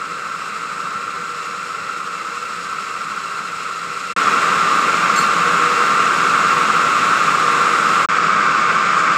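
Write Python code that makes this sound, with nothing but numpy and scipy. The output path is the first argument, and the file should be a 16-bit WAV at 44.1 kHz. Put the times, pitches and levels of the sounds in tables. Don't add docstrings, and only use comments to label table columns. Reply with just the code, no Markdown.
import sys
import numpy as np
from scipy import signal
from scipy.fft import rfft, irfft, next_fast_len
from scipy.io import wavfile
from scipy.ndimage import uniform_filter1d

SR = 44100
rng = np.random.default_rng(int(sys.argv[2]) if len(sys.argv) > 2 else 0)


def file_out(sig):
    cols = np.atleast_2d(sig).T
    lim = np.clip(cols, -1, 1)
    pcm = np.round(lim * 32767).astype(np.int16)
    wavfile.write(sys.argv[1], SR, pcm)


N = 404397
TIME = np.arange(N) / SR
HZ = np.maximum(np.fft.rfftfreq(next_fast_len(N), 1 / SR), 1)

# (frequency [Hz], relative level at loom [dB], aisle [dB], winder [dB])
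TAPE_SPECTRUM = [(1800, -16, -20, -21), (2900, 1, 4, 4), (3620, 0.5, 3.5, 3.5), (4060, 2, 3.5, -1.5),
                 (4500, -0.5, -0.5, 1), (5480, -0.5, 0.5, 0), (6030, -7.5, -5, -5.5), (6750, -0.5, 0.5, -1),
                 (7950, -1.5, -2, -4.5), (8740, -8, -8.5, -12.5), (9320, -19, -19.5, -26),
                 (10100, -15.5, -14.5, -22.5), (11660, -23.5, -26, -29), (13000, -18, -20, -25),
                 (13900, -30, -31, -40), (15400, -55, -25, -35)]
# (frequency [Hz], width [Hz], relative level at loom [dB], aisle [dB], winder [dB])
FRAME_MODES = [(81.6, 14, -13, -17, -18), (108.4, 19, -8.5, -23, -13), (171.7, 40, 0, 2, 0),
               (207.4, 26, -2, 0, -1), (275.4, 21, -9, -6, -12), (319.4, 21, -5.5, -5, -6.5),
               (396, 29, -3, -1, -5), (454, 22, -1.5, -2, -11), (550, 110, -6.5, -15, -12),
               (627, 36, -12, -20, -4.5), (900, 27, -16, -9, -20)]


def reed_rings(place, blows, beat):
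    # (frequency [Hz], width [Hz], relative level at loom [dB], aisle [dB], winder [dB])
    ring_modes = [(1073, 83, -15, -11.5, -10.5), (1101.2, 42, -7.5, -3.5, -2.5), (1199.3, 66, -5.5, -1, 0),
                  (1288, 51, -1, -2, 0.5), (1350, 43, -0.5, -1.5, -4), (1369, 40, -2, -2.5, -2),
                  (1463, 117, -11.5, -11, -8), (1544, 66, -11.5, -11.5, -5), (1322, 490, -13.5, -14, -15)]
    surge = from_db(0.72 * drift(per_s=8))
    ringing = steadied(coloured(blows, resonances(ring_modes, place)), span_s=0.076)
    return rms_one(ringing * (1 + beat) * surge)


def shuttle_beat():
    # (rate [Hz], relative depth [1])
    cycles = [(13.42, 0.12), (29.05, 0.083), (75.0, 0.072), (2.37, 0.018)]
    return sum(depth * np.sin(2 * np.pi * (hz * TIME + rng.random()) + 0.5 * drift(per_s=0.7))
               for hz, depth in cycles)


def heddle_clatter(place, impacts, beat):
    # (frequency [Hz], relative level at loom [dB], aisle [dB], winder [dB])
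    spectrum = [(1000, -42, -51, -34), (1600, -8, 1, 1), (1780, 0, -4, -2.5), (2050, 3.5, 2, 0),
                (2230, 2.5, 1, 3.5), (2520, 2, -0.5, -1.5), (2660, 1, 2, -2), (2810, -0.5, 0, -10),
                (2830, -12, -12, -10), (3230, -20, -16.5, -17), (5000, -45, -39, -49)]
    return coloured(impacts * (1 + 0.27 * beat), slopes(spectrum, place))


def heddle_wires():
    # (frequency [Hz], width [Hz], relative level [dB])
    wire_modes = [(2690, 160, -4.5), (4040, 220, -12), (5400, 260, -16.5)]
    plucks = contacts(per_s=900, spread_db=3.5)
    ringing = 0
    for hz, width, db in wire_modes:
        mode = coloured(plucks, resonances([(hz, width, 0)]))
        ringing += from_db(db) * rms_one(mode * from_db(1.8 * drift(per_s=8)))
    return ringing


def tape_hiss(place, rubbing, beat):
    return coloured(rubbing * (1 + 0.58 * beat), slopes(TAPE_SPECTRUM, place))


def tape_squeak():
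    # (frequency [Hz], width [Hz], relative level [dB])
    guide_modes = [(4300, 510, 0), (6470, 200, -6), (7200, 160, -6), (7530, 240, -1), (6800, 3000, -15),
                   (8900, 210, -4.5), (12400, 2200, -24), (14520, 250, -25)]
    # (time [s], hold [s], start pitch [Hz], end pitch [Hz], whistle level [dB], guide level [dB])
    slips = [(5.158, 0.007, 6500, 6500, -31, -27), (5.176, 0.019, 7200, 7540, -24.5, -26)]
    attack_s, glide_s = 0.003, 0.006
    ringing = steadied(coloured(rng.standard_normal(N), resonances(guide_modes)), span_s=0.012)
    waver_hz = 40 * drift(per_s=200)
    whistle = guide_gain = 0
    for start, held_s, start_hz, end_hz, whistle_db, guide_db in slips:
        glide = np.exp(-np.maximum(TIME - start, 0) / glide_s)
        pitch_hz = end_hz + (start_hz - end_hz) * glide + waver_hz
        tone = rms_one(np.sin(2 * np.pi * np.cumsum(pitch_hz) / SR))
        whistle += from_db(whistle_db) * envelope(start, attack_s, held_s, t60_s=0.03) * tone
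        ring_out = from_db(guide_db) * envelope(start, attack_s, held_s, t60_s=0.29)
        guide_gain = np.maximum(guide_gain, ring_out)
    return whistle + guide_gain * ringing


def tape_scuffs():
    # (time [s], half length [s], level [dB], centre frequency [Hz], width [Hz])
    drags = [(1.44, 0.03, -44.5, 7000, 600), (2.87, 0.041, -46, 7400, 600), (5.61, 0.03, -36, 7100, 600),
             (8.998, 0.045, -38, 7000, 2200)]
    rub = rng.standard_normal(N)
    return sum(from_db(db) * bell_curve(time, half_s) * coloured(rub, resonances([(hz, width, 0)]))
               for time, half_s, db, hz, width in drags)


def tape_tick():
    burst = envelope(start=3.565, attack_s=0.0005, held_s=0.0005, t60_s=0.02)
    return from_db(-35) * burst * coloured(rng.standard_normal(N), slopes(TAPE_SPECTRUM))


def frame_knocks():
    # (time [s], level [dB])
    jolts = [(0.5, -41), (0.833, -38), (0.95, -38), (3.5, -40), (3.869, -40)]
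    dull_hz = 330
    low_modes = resonances(FRAME_MODES) / (1 + (HZ / dull_hz) ** 2)
    frame = steadied(coloured(rng.standard_normal(N), low_modes), span_s=0.03)
    return frame * sum(from_db(db) * envelope(start, attack_s=0.004, held_s=0.004, t60_s=0.16)
                       for start, db in jolts)


def frame_hum(place, shaking):
    return coloured(shaking, resonances(FRAME_MODES, place))


def drive_drone():
    # (time [s], half length [s], rise [dB])
    swells = [(4.37, 0.073, 3), (5.77, 0.14, 11), (7.66, 0.18, 6)]
    drone_hz, width_hz = 481.7, 11.3
    swell_db = sum(db * bell_curve(time, half_s) for time, half_s, db in swells)
    band = coloured(rng.standard_normal(N), resonances([(drone_hz, width_hz, 0)]))
    beating = from_db(2.2 * drift(per_s=2))
    return from_db(swell_db) * rms_one(steadied(band, span_s=0.19) * beating)


def hall_roar():
    # (frequency [Hz], relative level [dB])
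    spectrum = [(20, -14), (45, -28), (65, -25), (85, -16), (115, -5.5), (160, -4.5), (240, 0), (400, 0),
                (540, 1), (710, -2), (900, -0.5), (1400, 1.5), (1900, -0.5), (3000, -45)]
    return coloured(rng.standard_normal(N), slopes(spectrum))


def in_hall(direct, wet):
    return np.sqrt(1 - wet) * direct + np.sqrt(wet) * rng.standard_normal(N)


def contacts(per_s, spread_db):
    impulses = (rng.random(N) < per_s / SR) * rng.choice([-1, 1], N)
    return rms_one(impulses * from_db(spread_db * rng.standard_normal(N)))


def drift(per_s):
    return coloured(rng.standard_normal(N), 1 / (1 + (HZ / per_s) ** 2))


def steadied(x, span_s):
    return x / np.sqrt(uniform_filter1d(x ** 2, int(span_s * SR)) + 1e-9)


def envelope(start, attack_s, held_s, t60_s):
    age = TIME - start
    return np.clip(age / attack_s, 0, 1) * from_db(-60 * np.maximum(age - held_s, 0) / t60_s)


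def bell_curve(time, half_s):
    return np.exp(-((TIME - time) / half_s) ** 2)


def coloured(x, gain):
    size = next_fast_len(N)
    return rms_one(irfft(rfft(x, size) * gain, size)[:N])


def resonances(modes, column=0):
    return np.sqrt(sum(from_db(levels[column]) ** 2 / (1 + (2 * (HZ - hz) / width) ** 2) ** 2
                       for hz, width, *levels in modes))


def slopes(points, column=0):
    hz, *levels = np.transpose(points)
    return from_db(np.interp(np.log(HZ), np.log(hz), levels[column]))


def from_db(db):
    return 10 ** (np.asarray(db) / 20)


def rms_one(x):
    return x / np.sqrt(np.mean(x ** 2) + 1e-20)


def scene():
    # (nearness to a loom [0-1], ring [dB], clatter [dB], hiss [dB], roar [dB], hum [dB], drone [dB])
    balances = [(0.81, -26, -37, -38.5, -40.5, -43, -47), (0.26, -15.5, -25.7, -29.5, -26, -34, -37.5),
                (0.68, -15.3, -25.6, -31.5, -27.5, -33.5, -42)]
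    # (start [s], end [s])
    stays = [(-0.02, 4.136), (4.163, 8.062), (8.087, 9.2)]
    # (ring [dB/s], clatter [dB/s], hiss [dB/s])
    approach = [(-0.08, 0.25, 0.44), (0.25, -0.14, 0.08), (0, 0.5, 0.2)]
    beat, tension = shuttle_beat(), drift(per_s=11)
    drone, wires = drive_drone(), heddle_wires()
    blows = in_hall(contacts(per_s=1400, spread_db=2.0), wet=0.77)
    impacts = in_hall(contacts(per_s=1100, spread_db=4.5), wet=0.79)
    impacts *= from_db(0.25 * tension + 0.53 * drift(per_s=7))
    rubbing = in_hall(contacts(per_s=3000, spread_db=2.5), wet=0.8)
    roar, shaking = hall_roar(), rng.standard_normal(N)
    mix = tape_squeak() + tape_scuffs() + frame_knocks() + tape_tick()
    for place, (nearness, ring_db, clatter_db, hiss_db, roar_db, hum_db, drone_db) in enumerate(balances):
        start, end = stays[place]
        ring_rise_db, clatter_rise_db, hiss_rise_db = np.outer(approach[place], TIME - (start + end) / 2)
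        near_beat = nearness * beat
        ring = from_db(ring_db + ring_rise_db) * reed_rings(place, blows, near_beat)
        clatter = from_db(clatter_db + clatter_rise_db) * heddle_clatter(place, impacts, near_beat)
        hiss_gain = from_db(hiss_db + hiss_rise_db + 0.75 * nearness * tension)
        hiss = hiss_gain * (tape_hiss(place, rubbing, near_beat) + nearness * wires)
        hum = from_db(hum_db) * frame_hum(place, shaking) + from_db(drone_db) * drone
        gate = np.clip((TIME - start) / 0.001, 0, 1) * np.clip((end - TIME) / 0.014, 0, 1)
        mix += gate * (ring + clatter + hiss + hum + from_db(roar_db) * roar)
    return mix[None]


def record(dry):
    low_cut_hz, high_cut_hz = 88, 15450
    thinned = signal.sosfilt(signal.butter(2, low_cut_hz, "high", fs=SR, output="sos"), dry)
    return signal.sosfilt(signal.ellip(12, 0.1, 80, high_cut_hz, fs=SR, output="sos"), thinned)


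dry = scene()
out = record(dry)
file_out(out)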